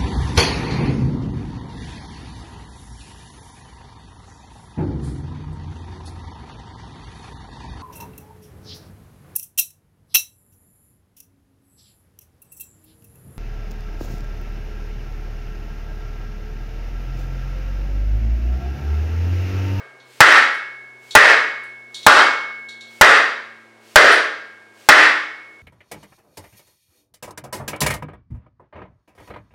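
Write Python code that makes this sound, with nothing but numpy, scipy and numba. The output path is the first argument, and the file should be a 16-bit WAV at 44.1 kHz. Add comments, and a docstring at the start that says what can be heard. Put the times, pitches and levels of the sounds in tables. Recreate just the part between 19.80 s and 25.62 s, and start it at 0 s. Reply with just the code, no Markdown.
"""Hammer blows on an engine block.

A heavy hammer drives a sleeve into a cast-iron block through timber: six blows and the tail of an earlier one.
Each knocks the timber (modes), slips the sleeve (noise burst), rings the iron (modes), fills the hard-walled
workshop (decaying noise). Metal clinks (high modes), cloth rustles and air are noise or modes too; a far
machine coasts down (sliding sines). The close microphone clips on blows until its gain control catches up."""
import sys
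import numpy as np
from scipy import signal
from scipy.fft import rfft, irfft
from scipy.io import wavfile
from numba import njit

SR = 44100
rng = np.random.default_rng(int(sys.argv[2]) if len(sys.argv) > 2 else 0)


def unload_wav(signal):
    """Save mono or channel-first audio to the path in sys.argv[1] as 16-bit WAV at rate SR, clipped to [-1, 1]."""
    wavfile.write(
        sys.argv[1],
        SR,
        np.round(np.clip(np.atleast_2d(signal).T, -1, 1) * 32767).astype(np.int16),
    )


N = 256645
TIME = np.arange(N) / SR
AGE = TIME[:64000]  # time since a hit, s


def undb(db):
    """Decibels to gain."""
    return 10 ** (np.asarray(db) / 20)


def along(table, hz):
    """Interpolate (f/Hz, value) points on a log-frequency axis."""
    f, value = np.transpose(table)
    return np.interp(np.log(hz + 1), np.log(f), value)


def shape(x, colour):
    """Filter x by a (f/Hz, gain/dB) curve, zero phase."""
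    hz = np.fft.rfftfreq(len(x), 1 / SR)
    return irfft(rfft(x) * undb(along(colour, hz)), len(x))


def colour_of(hit, colour):
    """Filter a hit, zero-padded so that its attack does not wrap round."""
    padded = np.pad(hit, (0, len(hit)))
    return shape(padded, colour)[:len(hit)]


def noise(colour, size):
    """Coloured noise of rms 1."""
    x = shape(rng.standard_normal(size), colour)
    return x / x.std()


def fade(t60_s):
    """Exponential decay: 60 dB in t60_s."""
    return np.exp(-np.log(1000) * AGE / t60_s)


def ring(modes):
    """Sum of decaying sines (f/Hz, level/dB, t60/s), random phase."""
    total = 0
    for hz, db, t60_s in modes:
        phase_turns = rng.random()
        total = total + undb(db) * fade(t60_s) * np.sin(2 * np.pi * (hz * AGE + phase_turns))
    return total


def add(out, start_s, x):
    """Mix x in from start_s; drop what falls outside."""
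    start = int(start_s * SR)
    x, start = x[max(-start, 0):], max(start, 0)
    out[start:start + len(x)] += x[:N - start]


# hammer blows: t/s, force/dB, knock/dB, slip/s, body/dB, middle/dB, brightness/dB, three long rings/dB each
STROKES = [(-0.53, 0.5, 0, 0.008, 9.5, 6.5, -5, -1.5, -14, -3.5),
           (0.4045, 0.75, -1.5, 0.0054, -5.5, 0, 1, -3, 11.5, 5),
           (1.3516, -0.84, 0, 0.0068, -1.5, 1.5, 3, -3.5, 7.5, 7.5),
           (2.2651, -1.05, -0.5, 0.0067, -2, 3, -6.5, 3, 3.5, 10),
           (3.2114, -2.5, -2.5, 0.009, -1.5, 2, 0.5, -2, -14.5, -5),
           (4.1580, 0.3, -2.9, 0.0056, 2, -0.5, -1, 1, -12, -6.5),
           (5.0880, -1, -1.5, 0.008, -4.5, 1.5, 2, -8.5, -4.5, 3)]


def add_blows(out):
    """All blows share one casting ripple; the first starts before t = 0, so only its tail is heard."""
    ripple = casting_ripple()
    for t_s, *stroke in STROKES:
        add(out, t_s, blow(ripple, *stroke))


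def blow(ripple, force_db, knock_db, slip_s, body_db, middle_db, bright_db, *ring_db):
    """Timber knocks, sleeve slips, block thumps, iron clangs, room answers; force scales the sum."""
    toned = timber_knock(knock_db) + iron_clang() + room_answer(ripple)
    # soft contact feeds the lows, hard contact the treble: f/Hz, gain/dB
    tint = [(250, 0), (450, body_db), (650, body_db), (850, middle_db), (1200, middle_db),
            (1500, 0), (1900, bright_db), (3200, 0)]
    struck = colour_of(toned, tint)
    return undb(force_db) * (sleeve_crack(slip_s) + block_thump() + struck + long_rings(ring_db))


# timber modes: f/Hz, level/dB, t60/s
TIMBER_MODES = [(335, -20, 0.052), (614, -1.5, 0.29), (857, 10.5, 0.033), (1067, -4, .08),
                (1412.5, 2, 0.13), (1742, -1.5, 0.12)]


def timber_knock(knock_db):
    """Damped modes of the struck timber."""
    return undb(3 + knock_db) * ring(TIMBER_MODES)


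# slipping sleeve: f/Hz, relative density/dB per Hz
SLIP_COLOUR = [(300, -7.5), (1800, 0.5), (5000, -1), (15000, -12)]


def sleeve_crack(slip_s):
    """Short harsh slip: noise held about slip_s, then cut by a fourth-power exponential."""
    envelope = np.exp(-(AGE / slip_s) ** 4)
    return undb(3) * noise(SLIP_COLOUR, len(AGE)) * envelope


# block thump: f/Hz, relative density/dB per Hz
BLOCK_COLOUR = [(25, -0.5), (100, -0.5), (200, -8.5), (700, -40.5)]


def block_thump():
    """Low noise with a short exponential decay."""
    return undb(-7.5) * noise(BLOCK_COLOUR, len(AGE)) * fade(0.07)


# damped block modes: f/Hz, relative level/dB
IRON_MODES = [(258, -18.5), (312, -17), (441, -8), (555, -8), (620, -8.5), (673, -9), (845, -11.5),
              (1097, -14), (1174, -10), (1217, -7.5), (1324, -2.5), (1442, -2), (1508, -4.5), (1766, -3),
              (1807, -2.5), (1857, -3), (1909, -3.5), (2053, -3.5), (2505, -10), (2789, -16.5), (3090, -14),
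              (3450, -12.5), (4081, -18.5), (4242, -15.5), (4689, -14.5), (5179, -18), (5728, -18.5),
              (6024, -24), (7461, -30), (8980, -31)]
IRON_T60_S, IRON_KNEE_HZ, IRON_DAMPING_POWER = 0.65, 1810, 0.093
IRON_SCATTER_DB = 3


def iron_clang():
    """Timber seats anew per blow, so mode levels scatter; t60 falls as a power of f above the knee."""
    modes = []
    for (hz, db), share in zip(IRON_MODES, rng.standard_normal(len(IRON_MODES))):
        t60_s = IRON_T60_S * min(1, IRON_KNEE_HZ / hz) ** IRON_DAMPING_POWER
        modes.append((hz, db + IRON_SCATTER_DB * share, t60_s))
    return undb(-5.5) * ring(modes)


# long iron rings: f/Hz, level/dB, t60/s
LONG_RINGS = [(1614, -15, 1.18), (1664, -21, 1.04), (2199, -24.5, 1.85)]


def long_rings(ring_db):
    """Slow-decaying iron modes, level set per blow."""
    return ring([(hz, db + own_db, t60_s) for (hz, db, t60_s), own_db in zip(LONG_RINGS, ring_db)])


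def casting_ripple(count=520, ripple_db=3.0):
    """Crowded upper modes as a random (f/Hz, gain/dB) curve, 0 dB at both ends."""
    hz = np.linspace(SR / 20, SR / 3, count)
    gain_db = ripple_db * np.pad(rng.standard_normal(count - 2), 1)
    return np.column_stack([hz, gain_db])


# room's answer to a blow: f/Hz, relative density/dB per Hz
ROOM_COLOUR = [(40, -66.5), (120, -23.5), (200, -29), (270, -18), (450, -4), (950, -7), (1350, 0.5),
               (1900, 1.5), (2400, -8.5), (4500, -18), (9000, -30.5), (15000, -46)]


def room_answer(ripple):
    """Reverberant noise in the blow's colour, rippled by the casting."""
    excitation = shape(noise(ROOM_COLOUR, len(AGE)), ripple)
    return undb(6.5) * reverberate(excitation)


# workshop decay: f/Hz, t60/s
ROOM_DECAY = [(60, 0.2), (250, 0.62), (600, 0.55), (1700, 0.64), (4500, 0.61), (9000, 0.47), (15000, 0.19)]


def reverberate(excitation):
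    """Dense reflections: overlapping bands of noise, each decaying at the room's t60."""
    spectrum = rfft(excitation)
    hz = np.fft.rfftfreq(len(AGE), 1 / SR)
    centres_hz = [f for f, _ in ROOM_DECAY]
    total = 0
    for (_, t60_s), row in zip(ROOM_DECAY, np.eye(len(centres_hz))):
        share = along(np.column_stack([centres_hz, row]), hz)
        total = total + irfft(spectrum * share) * fade(t60_s)
    return total


# light metal clinks: t/s, level/dB, treble/dB
CLINK_HITS = [(0.200, -25, -18.5), (0.3117, -33.5, 12.5), (0.555, -1.5, 13), (0.7444, -25.5, 26),
              (1.3082, -3.5, 8.5), (1.8353, -28, 23), (2.1446, -2, 9.5), (2.23, -7.5, 6), (2.887, -10.5, 7),
              (3.0081, -12, 5.5), (3.065, -23.5, -11.5), (4.317, -12.5, 34.5)]


def add_clinks(out):
    """Mix in every clink."""
    for t_s, db, treble_db in CLINK_HITS:
        add(out, t_s, clink(db, treble_db))


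# clinking metal modes: f/Hz, relative level/dB, t60/s
METAL_MODES = [(3370, -4.5, 0.67), (3710, -10, 0.35), (3780, 2.5, .35), (4322, 0.5, 0.35), (4549, -8, 0.25),
               (5658, -10.5, 0.2), (6718, -14.5, 0.16), (7197, -9.5, 0.16)]
# clink tick and its reverberation: f/Hz, relative density/dB per Hz
METAL_COLOUR = [(1500, -37), (2800, -9), (3300, 3), (4000, 6.5), (4800, -6), (6000, -4.5), (8000, -14.5),
                (14000, -37)]


def clink(db, treble_db):
    """Metal touches metal: noise tick, high modes, reverberation."""
    tick = undb(-40.5) * noise(METAL_COLOUR, len(AGE)) * fade(0.019)
    modes = undb(-35) * ring(METAL_MODES)
    room = undb(-31.5) * reverberate(noise(METAL_COLOUR, len(AGE))) * fade(1.0)
    treble = [(6500, 0.5), (9000, treble_db), (13000, treble_db), (16000, -3)]
    return undb(db) * colour_of(tick + modes + room, treble)


SWING_LEAD_S, SWING_S, SWING_DB = 0.2, 0.34, -52


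def add_swings(out):
    """One rustle around each blow."""
    for t_s, *_ in STROKES:
        add(out, t_s - SWING_LEAD_S, swing())


def swing():
    """Shirt sleeve rustles as the arm comes down: noise under a Hann window."""
    size = int(SWING_S * SR)
    cloth = [(500, -22.5), (2500, 0.5), (8000, -6.0), (15000, -15.5)]
    return undb(SWING_DB) * np.hanning(size) * noise(cloth, size)


# hum orders 1-3 in turn, broad resonances: level at centre/dB, centre f/Hz, width/Hz
HUM_RESONANCES = [(-60, 122, 14), (-55, 231, 10), (-61, 360, 110)]
START_SHAFT_HZ, COAST_S = 128, 31  # COAST_S: time to slow by a factor e


def machine():
    """Distant rotor coasts down; each hum order swells and fades as it slides through its resonance."""
    shaft_hz = START_SHAFT_HZ * np.exp(-TIME / COAST_S)
    turns = np.cumsum(shaft_hz) / SR
    hum = np.zeros(N)
    for order, (db, centre_hz, width_hz) in enumerate(HUM_RESONANCES, 1):
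        detuning = 2 * (order * shaft_hz - centre_hz) / width_hz
        hum += undb(db) / np.hypot(1, detuning) * np.sin(2 * np.pi * order * turns)
    return hum


# still workshop air: f/Hz, relative density/dB per Hz
AIR_COLOUR = [(30, -43.5), (100, -13.5), (200, -12), (400, 1.5), (800, -3), (1700, -5.5), (3000, -13),
              (6000, -21), (10000, -25.5), (15000, -38.5)]


def still_air():
    """Steady coloured noise."""
    return undb(-53.5) * noise(AIR_COLOUR, N)


def scene():
    """Blows, clinks, rustles, machine and air in one channel."""
    out = still_air() + machine()
    add_blows(out)
    add_clinks(out)
    add_swings(out)
    return out[None]


@njit
def gain_control(x, limit, attack, release):
    """Clip at +-1; output above limit turns the gain down, then it creeps back to 1."""
    out, gain = np.empty(len(x)), 1.
    for i in range(len(x)):
        out[i] = min(1., max(-1., x[i] * gain))
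        excess = max(0., abs(out[i]) - limit)
        gain = min(1., gain * (1 + release - attack * excess))
    return out


def record(dry, attack_s=0.0018, release_s=0.061, limit_db=-3, top_hz=15900):
    """Attacks clip flat until the gain has come down; an elliptic low-pass then cuts the top."""
    limit = float(undb(limit_db))
    clipped = gain_control(dry[0], limit, 1 / (attack_s * SR), 1 / (release_s * SR))
    low_pass = signal.ellip(10, 0.1, 60, top_hz, fs=SR, output="sos")
    return signal.sosfilt(low_pass, clipped[None])


dry = scene()
out = record(dry)
unload_wav(out)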